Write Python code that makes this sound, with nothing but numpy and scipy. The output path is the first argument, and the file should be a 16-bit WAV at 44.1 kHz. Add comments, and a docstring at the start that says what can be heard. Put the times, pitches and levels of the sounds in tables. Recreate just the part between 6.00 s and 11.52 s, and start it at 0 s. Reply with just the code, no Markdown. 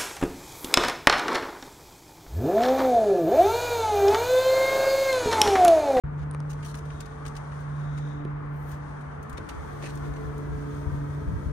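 """A car's power seat hums, with far traffic and light wind coming through the open rear door.
Shoes scuff up on gritty paving, a sleeve swishes over the seat back, and the shoes step away.
The motor's hum sags under load; its three tones swell and fade as the microphone moves through
the cabin's loud and quiet spots (standing waves). Gears whine, plastic ticks and the seat knocks.
Once the backrest has leaned forward, a second motor spins up and the seat slides on hissing rails."""
import sys
import numpy as np
from scipy import signal
from scipy.fft import rfft, irfft
from scipy.io import wavfile
from scipy.ndimage import uniform_filter1d, map_coordinates

SR = 44100
rng = np.random.default_rng(int(sys.argv[2]) if len(sys.argv) > 2 else 0)


def pcm_store(signal):
    """Save signal as 16-bit PCM."""
    levels = np.round(np.clip(np.atleast_2d(signal), -1, 1) * 32767)
    wavfile.write(sys.argv[1], SR, levels.astype(np.int16).T)


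N = 243431
T = np.arange(N) / SR

# Tone colour of the far road: pitch_hz, level_db
TRAFFIC_SPECTRUM = [(200, -2), (500, -4.5), (700, 2), (950, 4.5), (1300, 2.5), (1650, -1.5), (2000, -6.5),
                    (2500, -16), (3200, -24), (5000, -36), (10000, -59), (16000, -69.5)]
# Loudness of the road: time_s, level_db
TRAFFIC_LEVEL = [(0.1, -47), (1.05, -46.5), (1.45, -44), (2.1, -45), (2.8, -44.5), (3.2, -44), (3.55, -43),
                 (4.1, -44), (5.5, -46.5)]
# The road's echo off the car's side: time_s, delay_s, gain
PANEL_ECHO = [(0.2, 0.0042, .25), (0.7, 0.0031, .3), (1.3, 0.0025, .18), (2.3, 0.0008, .07),
              (3.1, 0.0013, .12), (3.8, 0.0027, .2), (4.9, 0.0032, .4), (5.5, 0.0031, .4)]
# Low rumble of the wind: pitch_hz, level_db
WIND_SPECTRUM = [(14, -57), (24, -34), (31, -20), (40, 1), (52, 5), (80, 2.5), (110, -4.5), (160, -9),
                 (250, -23), (600, -77.5)]
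# Single gusts (pan is always left minus right): time_s, level_db, pitch_hz, width_s, pan_db
GUSTS = [(0.051, -30, 64, 0.0095, 1), (0.221, -32, 70, 0.021, -6), (3.339, -31.5, 74, 0.0048, -3),
         (3.59, -34, 69, 0.025, 2), (4.1, -33, 60, 0.02, 10), (4.28, -32, 63, 0.022, 2),
         (4.531, -27, 65, 0.026, 3), (4.878, -28, 71, 0.0078, 21), (4.936, -31.5, 72, 0.009, 23),
         (4.951, -36, 220, 0.004, 8), (5.286, -21.5, 55.7, 0.0074, 10), (5.324, -29.5, 160, 0.0065, 14.5),
         (5.343, -29.5, 109, 0.0084, 8), (5.364, -27.5, 85, 0.0088, -14), (5.47, -31.5, 63, 0.0067, 24),
         (5.473, -34, 229, 0.0033, 8), (5.489, -31, 70, 0.007, 12), (5.507, -28, 63.4, 0.005, 7)]
# Air churned up by a gust: pitch_hz, level_db
EDDY_SPECTRUM = [(40, -19), (90, 10.5), (200, 3.5), (320, -35), (700, -63), (3000, -100)]
# Shoe scuffs: start_s, level_db, rise_s, slide_s, treble_tilt_db_per_octave, pan_db
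SCUFFS = [(0.195, -59, 0.017, 0.043, -7, 10), (0.501, -49, 0.006, 0.015, 0.5, 0),
          (0.531, -50, .001, 0.0018, 0, 1), (0.599, -70, .015, 0.029, 1, 4),
          (0.629, -48, .003, 0.0088, -5.5, 1), (0.649, -47.5, 0.004, 0.01, 0, -3),
          (0.6603, -46, .0006, .001, 4, 14), (0.676, -52.5, 0.012, 0.042, 1, 7),
          (0.7432, -42.5, 0.0008, 0.0026, -5.5, 1), (0.751, -45, .0007, .001, 2, 5),
          (0.776, -53.5, 0.0065, 0.017, 2, 5), (0.855, -55, .002, 0.0019, -1, 3),
          (0.905, -48.5, 0.0016, 0.0026, -9, 1), (1.005, -40.5, 0.00097, 0.0016, 0, 1),
          (1.058, -54, 0.003, 0.0062, 0, 6), (1.2528, -47, 0.001, .003, -4, 5),
          (1.2635, -43, 0.00064, 0.0012, -0.5, 14), (1.279, -48.5, .001, .002, 1, 14),
          (1.353, -47, 0.0011, 0.0022, -4, 9), (1.366, -43, 0.0011, 0.0015, -1.5, 14),
          (1.52, -56, 0.004, 0.0068, -7, -2), (1.605, -62, .003, .003, 12, 0),
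          (1.984, -51, 0.0071, 0.0029, -2, 16.5), (3.011, -59, .002, .005, -1, 6),
          (3.229, -54.5, 0.001, .003, 6, 3), (3.297, -51, 0.001, 0.0022, 5, 10),
          (3.329, -52.5, 0.001, .002, 1.5, 8), (3.374, -44, 0.0012, 0.0067, -3.5, 5),
          (3.49, -44.5, 0.00088, 0.0036, -0.5, 4), (3.493, -40, 0.0008, 0.0022, -6.5, -2),
          (3.504, -52, .0003, .0003, -3, 9), (3.835, -44, 0.015, 0.038, -5.5, 2),
          (3.897, -49.5, 0.021, 0.011, -3, 6), (3.955, -53.5, 0.0048, .004, 6.5, 4),
          (3.974, -51.5, .0005, 0.00041, 1, 6), (4.05, -59, .006, .015, -6, 1),
          (4.138, -57, .002, .003, -2, 0), (4.164, -53, 0.0033, .005, -6, 2),
          (4.381, -54, 0.0015, .001, 10, 2), (4.72, -57, .003, .003, -8, -3)]
# Tone colour of gritty rubbing: pitch_hz, level_db
GRIT_SPECTRUM = [(400, -16), (1200, 1), (2300, 7), (3500, 4), (4700, 3.5), (6200, 5.5), (9000, 4),
                 (11000, -1.5), (14000, -12.5), (16000, -13)]
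# How much of a scuff's pan each pitch keeps: pitch_hz, share
GRIT_PAN_SHARE = [(8000, 0.72), (10000, 0.2), (12000, 0)]
# The sleeve's stroke over leather: time_s, hiss_db, rub_db
SLEEVE_STROKE = [(2.43, -105, -100), (2.5, -82, -93), (2.57, -70, -79), (2.66, -68, -72), (2.715, -58, -56),
                 (2.745, -72, -57), (2.775, -74, -77), (2.83, -105, -100)]
# Airy hiss of cloth: pitch_hz, level_db
SLEEVE_SPECTRUM = [(5000, -36), (9000, -5), (11500, -3), (15000, -5.5), (16000, -15)]
# Dry plastic ticks: time_s, level_db, pitch_hz, width_hz, pan_db, snap_db
TICKS = [(0.3124, -38, 9100, 1500, -16, -39), (0.3322, -55, 9200, 1400, -10, -53),
         (0.3388, -51, 9000, 1600, -12, -44), (0.3405, -53, 10000, 1300, -10, -54),
         (.3472, -46, 9100, 1300, -16, -47), (.3483, -35, 1900, 1300, 7, -35),
         (0.3488, -29, 1050, 520, 7, -45), (0.4037, -44, 9100, 1400, -2, -42),
         (0.4040, -41, 5200, 2000, 8, -42), (.4046, -33, 1000, 650, 6, -48),
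         (2.2508, -54, 9400, 1300, -5, -43), (2.2520, -45, 3400, 1400, 5, -47)]
# Dull knocks in the seat back: start_s, level_db, pitch_factor, rise_s, pan_db
KNOCKS = [(0.349, -36.5, 1.08, 0.00095, 6), (2.253, -22.5, 0.69, 0.0016, -2),
          (3.385, -33.5, 0.85, 0.0009, -7), (3.402, -19, 0.684, 0.009, 0), (3.403, -18.5, 0.31, 0.004, 0),
          (3.838, -22, 1.23, 0.007, -3), (3.853, -24, 0.83, 0.0057, -6), (4.945, -29, 0.53, 0.0023, -8)]
# The seat back's ringing tones, scaled by each knock: pitch_hz, level_db, time_to_fade_60_db_s
SEAT_TONES = [(301, -3.5, 0.056), (458, 15.5, 0.013), (455, -37, 0.071), (890, -32, 0.011)]
# Hiss of the rails: pitch_hz, level_db
RAIL_SPECTRUM = [(1500, -37), (2500, -5.5), (3200, 7.5), (4500, 2.5), (6000, 3), (7000, 2), (8500, 4),
                 (9800, 2), (11000, -10.5), (13000, -14), (15600, -24)]
# That hiss leans left in the treble: pitch_hz, pan_db
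RAIL_PAN = [(2700, -1), (4200, 6), (6400, 10.5), (7400, 3.5), (8800, 0), (15000, -0.5)]
# A very high shimmer on the rails: pitch_hz, level_db
SHEEN_SPECTRUM = [(9000, -31), (11300, -9), (12500, 11), (14600, 4), (15500, -14)]
# Loudness of the rails: time_s, level_db
RAIL_LEVEL = [(0.1, -76.5), (.45, -70.5), (.6, -66), (.83, -66), (.93, -62.5), (1.15, -66.5), (1.55, -63),
              (2.1, -67.5), (2.26, -75.5), (2.44, -75.5), (2.65, -69), (2.85, -65.5), (3.2, -71),
              (3.6, -61), (4.45, -63), (4.75, -61), (5.0, -63.5), (5.52, -63.5)]
# Drone of the seat frame: pitch_hz, level_db
FRAME_SPECTRUM = [(100, 2), (170, 6.5), (250, 8), (350, 0), (480, 5.5), (640, -0.5), (900, -59),
                  (2000, -53.5)]
# Where the gears whine: pitch_hz, width_hz, level_db
WHINE_BANDS = [(3720, 180, -3.5), (3480, 280, -8), (5800, 710, -10), (6900, 380, -12.5)]
# When load makes them whine: peak_s, level_db, rise_s, fall_s
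WHINE_SWELLS = [(1.0, -68, 0.13, 0.15), (2.06, -65, 0.3, 0.14)]
# Weak tones of the drive: multiple_of_hum_pitch, leaning_db, sliding_db
DRIVE_TONES = [(3.64, -82, -64), (4.02, -64.5, -64), (4.06, -73, -59), (5.0, -72, -70.5), (6.01, -63, -79)]
# The main motor slows as its load grows: time_s, pitch_hz
HUM_PITCH = [(.7, 147.5), (1.4, 146.1), (3.0, 146.2), (3.6, 144.6), (4.3, 145), (5.0, 143.9), (5.5, 144.3)]
# Loudness of the hum's three tones, before a small trim: time_s, first_db, second_db, third_db
HUM_LEVELS = [(0.05, -30.5, -54, -74), (0.11, -29.5, -61, -72), (0.47, -29, -51.5, -66),
              (0.71, -34, -63, -56), (0.89, -32, -52, -48.5), (1.07, -41, -58, -50.5),
              (1.25, -33.5, -52, -52.5), (1.43, -36.5, -59, -58), (1.79, -28.5, -54.5, -63),
              (2.21, -29.5, -36, -45.5), (2.51, -31, -49, -50), (2.93, -36, -45.5, -64),
              (3.17, -37, -57, -49.5), (3.57, -49.5, -41, -48), (3.67, -38.5, -49, -44.5),
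              (4.07, -31.5, -37.5, -43.5), (4.19, -33.5, -37.5, -40), (4.85, -33, -38.5, -43.5),
              (4.97, -28.5, -39, -46), (5.21, -30.5, -49, -49.5), (5.33, -44, -56, -57.5),
              (5.45, -38.5, -55.5, -56.5)]
# Where standing waves place each tone: time_s, first_pan_db, second_pan_db, third_pan_db
HUM_PANS = [(0.3, 0.5, -25, 45.5), (1.2, -3, -3, -19), (2.3, -2, 2, -5.5), (3.0, -1.5, 6.5, -13),
            (4.1, 0.5, 1.5, -7), (4.7, -1.5, -12.5, 9), (5.0, -0.5, -8.5, 1), (5.4, 0, -41.5, 34)]
# How far each tone's left wave runs ahead of its right: time_s, first_rad, second_rad, third_rad
HUM_LEADS = [(0.3, 0.15, 3.1, -0.8), (1.2, 0.11, 1.2, -0.5), (2.0, 0.48, 0.77, 2), (2.7, 0.35, 0.67, 2.5),
             (3.3, -0.016, 2.8, 2.8), (3.8, 0.83, 2.3, 4), (4.6, 0.39, 2.35, -1), (5.0, 0.65, 0.87, 2),
             (5.5, -1.8, 1.5, -3.5)]
# How alike left and right sound, wide near 11 kHz and nearly centred above: pitch_hz, likeness
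STEREO_LIKENESS = [(30, 0.5), (100, 0.94), (200, 0.7), (380, 0.56), (540, -0.56), (760, -0.32),
                   (1050, 0.33), (1700, 0.31), (2250, -0.42), (2800, 0.011), (9500, 0.03), (11000, -1.11),
                   (12800, 0.7), (15500, 0.5)]
# Narrow dips made by the microphone's openings: pitch_hz, width_hz, left_db, right_db
MIC_NOTCHES = [(5340, 100, -6, -27.5), (7620, 290, -9, -15)]

SPIN_START_S, SPIN_UP_S = 3.17, 0.105  # the second motor starts and gathers speed
SLIDE_START_S, SLIDE_FULL_S = 3.4, 4.14


def amp(db):
    """Turns decibels into a gain."""
    return 10 ** (np.asarray(db) / 20)


def unit_level(x):
    """Scales a signal to an average power of 1."""
    return x / np.sqrt(np.mean(x ** 2) + 1e-20)


def curves(rows):
    """Joins each column of a table with straight lines over time."""
    times, *columns = np.transpose(rows)
    return [np.interp(T, times, column) for column in columns]


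def at_pitch(table, hz):
    """Looks up a table's value at each pitch."""
    pitches, values = np.transpose(table)
    return np.interp(np.log(hz + 1), np.log(pitches + 1), values)


def panned(pan_db):
    """Left and right gains; a positive pan is louder on the left."""
    return amp(np.array([pan_db, -pan_db]).reshape(2, -1) / 2)


def add(mix, start_s, sound):
    """Mixes a sound in at the given time."""
    part = mix[:, max(round(start_s * SR), 0):][:, :sound.shape[1]]
    part += sound[:, :part.shape[1]]


def wander(rate_hz):
    """A random wobble of size 1, moving at up to about the given rate."""
    hz = np.fft.rfftfreq(N, 1 / SR)
    return unit_level(irfft(rfft(rng.standard_normal(N)) / (1 + (hz / rate_hz) ** 4), N))


def ripple(size, step_hz):
    """Echoes make some pitches randomly louder and others softer."""
    pitches = np.arange(0, SR / 2, step_hz)
    return np.interp(np.fft.rfftfreq(size, 1 / SR), pitches, rng.standard_normal(len(pitches)))


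def colour(pair, spectrum, extra_db=0):
    """Gives two unrelated noises a tone colour and a left-right likeness (1 same, -1 opposite)."""
    size = pair.shape[1]
    hz, (a, b) = np.fft.rfftfreq(size, 1 / SR), rfft(pair)
    likeness = np.clip(at_pitch(STEREO_LIKENESS, hz), -1, 1)
    mid, side = a * np.sqrt(1 + likeness), b * np.sqrt(1 - likeness)
    gain = amp(at_pitch(spectrum, hz) + extra_db)
    return unit_level(irfft(np.array([mid + side, mid - side]) * gain, size))


def noise(spectrum, ripple_db=0):
    """Steady stereo noise with the given tone colour."""
    bumps_db = ripple_db * ripple(N, step_hz=45)
    return colour(rng.standard_normal((2, N)), spectrum, bumps_db)


def sliding():
    """0 while only the backrest leans, 1 once the whole seat slides."""
    return np.interp(T, [SLIDE_START_S, SLIDE_FULL_S], [0, 1])


def traffic():
    """Far tyres roar; their echo off the car's side shifts as the microphone moves."""
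    level = amp(curves(TRAFFIC_LEVEL)[0] + 0.5 * wander(32))
    roar = noise(TRAFFIC_SPECTRUM, ripple_db=1.5)
    delay_s, gain = curves(PANEL_ECHO)
    echo = np.array([map_coordinates(side, [(T - delay_s) * SR], order=1) for side in roar])
    return unit_level(roar + gain * echo) * level * panned(3.5)


def wind(sheltered_db=-44, enter_s=0.79, leave_s=2.6, fall_db_per_s=7, rise_db_per_s=2):
    """Low wind rumbles, softest while the car's doorway shelters the microphone."""
    exposed_db = fall_db_per_s * np.maximum(enter_s - T, 0) + rise_db_per_s * np.maximum(T - leave_s, 0)
    return noise(WIND_SPECTRUM) * amp(sheltered_db + exposed_db + 0.3 * wander(8.5)) * panned(1)


def gusts(eddy_db=-18, eddy_s=0.075):
    """Each gust thumps the microphone's two sides out of step and churns the air."""
    out, t = np.zeros((2, N)), np.arange(-SR // 20, SR // 20) / SR
    eddies = noise(EDDY_SPECTRUM)
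    for time_s, db, hz, width_s, pan_db in GUSTS:
        push = np.cos(2 * np.pi * hz * t + np.array([[0], [np.pi / 2]]))
        add(out, time_s + t[0], amp(db) * panned(pan_db) * np.exp(-(t / width_s) ** 2 / 2) * push)
        out += eddies * amp(db + eddy_db) * np.exp(-((T - time_s) / eddy_s) ** 2)
    return out


def shoes(cracks_per_s=260, crack_db=19, crunch_fade_s=0.042, tail_db=-11.5, tail_fade_s=0.16):
    """Grit crunches and single grains crack while a sole slides; a soft tail follows."""
    out, t = np.zeros((2, N)), np.arange(-SR // 10, SR // 4) / SR
    size = len(t)
    hz = np.fft.rfftfreq(size, 1 / SR)
    octaves = np.log2(np.maximum(hz, 1500))
    for start_s, db, rise_s, slide_s, tilt_db, pan_db in SCUFFS:
        clumps = amp(2.9 * unit_level(uniform_filter1d(rng.standard_normal(size), size=40)))
        cracks = amp(crack_db) * (rng.random(size) < cracks_per_s / SR) * rng.choice([-1, 1], (2, size))
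        tone_db = tilt_db * octaves + 2.8 * ripple(size, step_hz=260)
        crunch = colour(clumps * rng.standard_normal((2, size)) + cracks, GRIT_SPECTRUM, tone_db)
        tail = colour(rng.standard_normal((2, size)), GRIT_SPECTRUM, tone_db)
        landing = np.exp(-(np.minimum(t, 0) / rise_s) ** 2)
        stopped_s = np.maximum(t - slide_s, 0)
        crunch *= amp(-60 * stopped_s / crunch_fade_s)
        tail *= amp(tail_db - 60 * stopped_s / tail_fade_s)
        sides = panned(pan_db * at_pitch(GRIT_PAN_SHARE, hz))
        add(out, start_s + t[0], amp(db) * irfft(rfft(landing * (crunch + tail)) * sides, size))
    return out


def sleeve():
    """Cloth hisses over leather, with a fuller rub at the end of the stroke."""
    hiss_db, rub_db = curves(SLEEVE_STROKE)
    hiss = noise(SLEEVE_SPECTRUM) * amp(hiss_db)
    rub = noise(GRIT_SPECTRUM) * amp(rub_db) * panned(3.5)
    return (hiss + rub) * amp(2 * wander(80))


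def plastic_ticks(snap_s=0.00004, echo_db=-10, echo_fade_s=0.04):
    """Plastic parts touch with a snap and a tiny ring that scatters briefly in the cabin."""
    out, echo_t = np.zeros((2, N)), np.arange(SR // 4) / SR
    t = np.arange(-SR // 200, SR // 200) / SR
    for time_s, db, hz, width_hz, pan_db, snap_db in TICKS:
        tick = amp(db) * np.exp(-(2 * width_hz * t) ** 2) * np.sin(2 * np.pi * hz * t)
        tick += amp(snap_db) * np.exp(-(t / snap_s) ** 2)
        scatter = rng.standard_normal((2, len(echo_t))) * amp(-60 * echo_t / echo_fade_s)
        echo = amp(echo_db) * scatter / np.linalg.norm(scatter[0]) * panned(pan_db / 2)
        direct = (echo_t == 0) * panned(pan_db)
        add(out, time_s + t[0], signal.fftconvolve(tick[None], direct + echo, axes=1))
    return out


def seat_knocks():
    """Padded knocks make the seat back ring for a moment."""
    out, t = np.zeros((2, N)), np.arange(SR // 4) / SR
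    for start_s, db, pitch_factor, rise_s, pan_db in KNOCKS:
        ring = sum(amp(tone_db - 60 * t / fade_s) * np.sin(2 * np.pi * hz * pitch_factor * t)
                   for hz, tone_db, fade_s in SEAT_TONES)
        add(out, start_s, amp(db) * panned(pan_db) * ring * (1 - np.exp(-t / rise_s)) / 2)
    return out


def rails_and_frame(turns, chatter_depth=0.09):
    """The rails hiss and the frame drones, both shaken once by every turn of the motor."""
    sides = panned(at_pitch(RAIL_PAN, np.fft.rfftfreq(N, 1 / SR)))
    hiss = irfft(rfft(noise(RAIL_SPECTRUM, ripple_db=1.8)) * sides, N)
    sheen_db = np.interp(T, [3.2, 3.7], [-28, -14])  # brighter as the seat gets under way
    sheen = amp(sheen_db) * noise(SHEEN_SPECTRUM, ripple_db=1.8)
    rails = (hiss + sheen) * amp(curves(RAIL_LEVEL)[0] + 1.1 * wander(9.8))
    frame = noise(FRAME_SPECTRUM) * amp(-48 + 2 * sliding() + wander(16)) * panned(3)
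    chatter = 1 + chatter_depth * np.cos(2 * np.pi * turns)
    return chatter * (rails + frame)


def gear_whine():
    """The gears whine twice under load, in narrow bands of high noise."""
    whine = sum(amp(db) * np.array([wander(width_hz), wander(width_hz)]) * np.sin(2 * np.pi * hz * T)
                for hz, width_hz, db in WHINE_BANDS)
    load = sum(amp(db) * np.exp(-((T - peak_s) / np.where(T < peak_s, rise_s, fall_s)) ** 2)
               for peak_s, db, rise_s, fall_s in WHINE_SWELLS)
    return unit_level(whine) * load * panned(14)


def slide_motor(full_speed_hz=352, running_db=-55, strain_db=14, strain_s=0.2):
    """The second motor strains and stumbles as it spins up, then holds a faint, fluttering note."""
    age_s = np.maximum(T - SPIN_START_S, 0)
    speed = 1 - np.exp(-age_s / SPIN_UP_S)
    strain = np.exp(-(age_s / strain_s) ** 2)
    turns = np.cumsum(full_speed_hz * speed * (1 + 0.031 * strain * wander(25))) / SR
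    level = speed * amp(running_db + strain_db * strain) * (1 + 0.45 * wander(35))
    return level * panned(-3) * np.sin(2 * np.pi * turns)


def main_motor(turns, trim_db=(-0.3, -3, -2), throb_hz=6.1, throb_peak_s=3.4):
    """The motor hums at 1, 2 and 3 times its turning rate, over weaker tones of the drive."""
    out = np.zeros((2, N))
    tones = zip(curves(HUM_LEVELS), curves(HUM_PANS), curves(HUM_LEADS))
    for k, (db, pan_db, lead) in enumerate(tones):
        phase = 2 * np.pi * ((k + 1) * turns + rng.random()) + np.array([lead, -lead]) / 2
        flutter = 1 + (0.1 * wander(11) if k == 0 else 0.24 * wander(31))
        if k == 2:  # the third tone throbs once both motors run
            throb_depth = 0.3 * np.clip((T - SPIN_START_S) / SPIN_UP_S, 0, 1)
            flutter += throb_depth * np.cos(2 * np.pi * throb_hz * (T - throb_peak_s))
        out += amp(db + trim_db[k]) * panned(pan_db) * flutter * np.sin(phase)
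    for multiple, leaning_db, sliding_db in DRIVE_TONES:
        drift = 0.61 * np.array([wander(0.93), wander(2.1)])
        level = amp(leaning_db + (sliding_db - leaning_db) * sliding())
        out += level * np.sin(2 * np.pi * multiple * turns + drift)
    return out


def scene():
    """The main motor's turning drives the hum and chatter; the other sounds play around it."""
    turns = np.cumsum(curves(HUM_PITCH)[0] * (1 + 0.00061 * wander(2.66))) / SR
    machinery = main_motor(turns) + slide_motor() + rails_and_frame(turns) + gear_whine()
    outdoors = traffic() + wind() + gusts()
    return machinery + outdoors + shoes() + plastic_ticks() + seat_knocks() + sleeve()


def record(dry, low_cut_hz=32, high_cut_hz=15850, silence_s=0.0365, fade_s=0.002):
    """The sound opens after a brief silence, with two narrow dips and no deepest bass or top treble."""
    hz = np.fft.rfftfreq(N, 1 / SR)
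    notch_db = sum(np.outer(sides_db, np.exp(-((hz - centre_hz) / width_hz) ** 2))
                   for centre_hz, width_hz, *sides_db in MIC_NOTCHES)
    low_cut = hz ** 3 / np.hypot(hz ** 3, low_cut_hz ** 3)
    heard = irfft(rfft(dry) * amp(notch_db) * low_cut, N)
    fades = np.clip(np.minimum(T - silence_s, T[-1] - T) / fade_s, 0, 1)
    high_cut = signal.firwin(511, high_cut_hz, window=("kaiser", 9), fs=SR)
    return signal.oaconvolve(heard * fades, high_cut[None], "same")


dry = scene()
out = record(dry)
pcm_store(out)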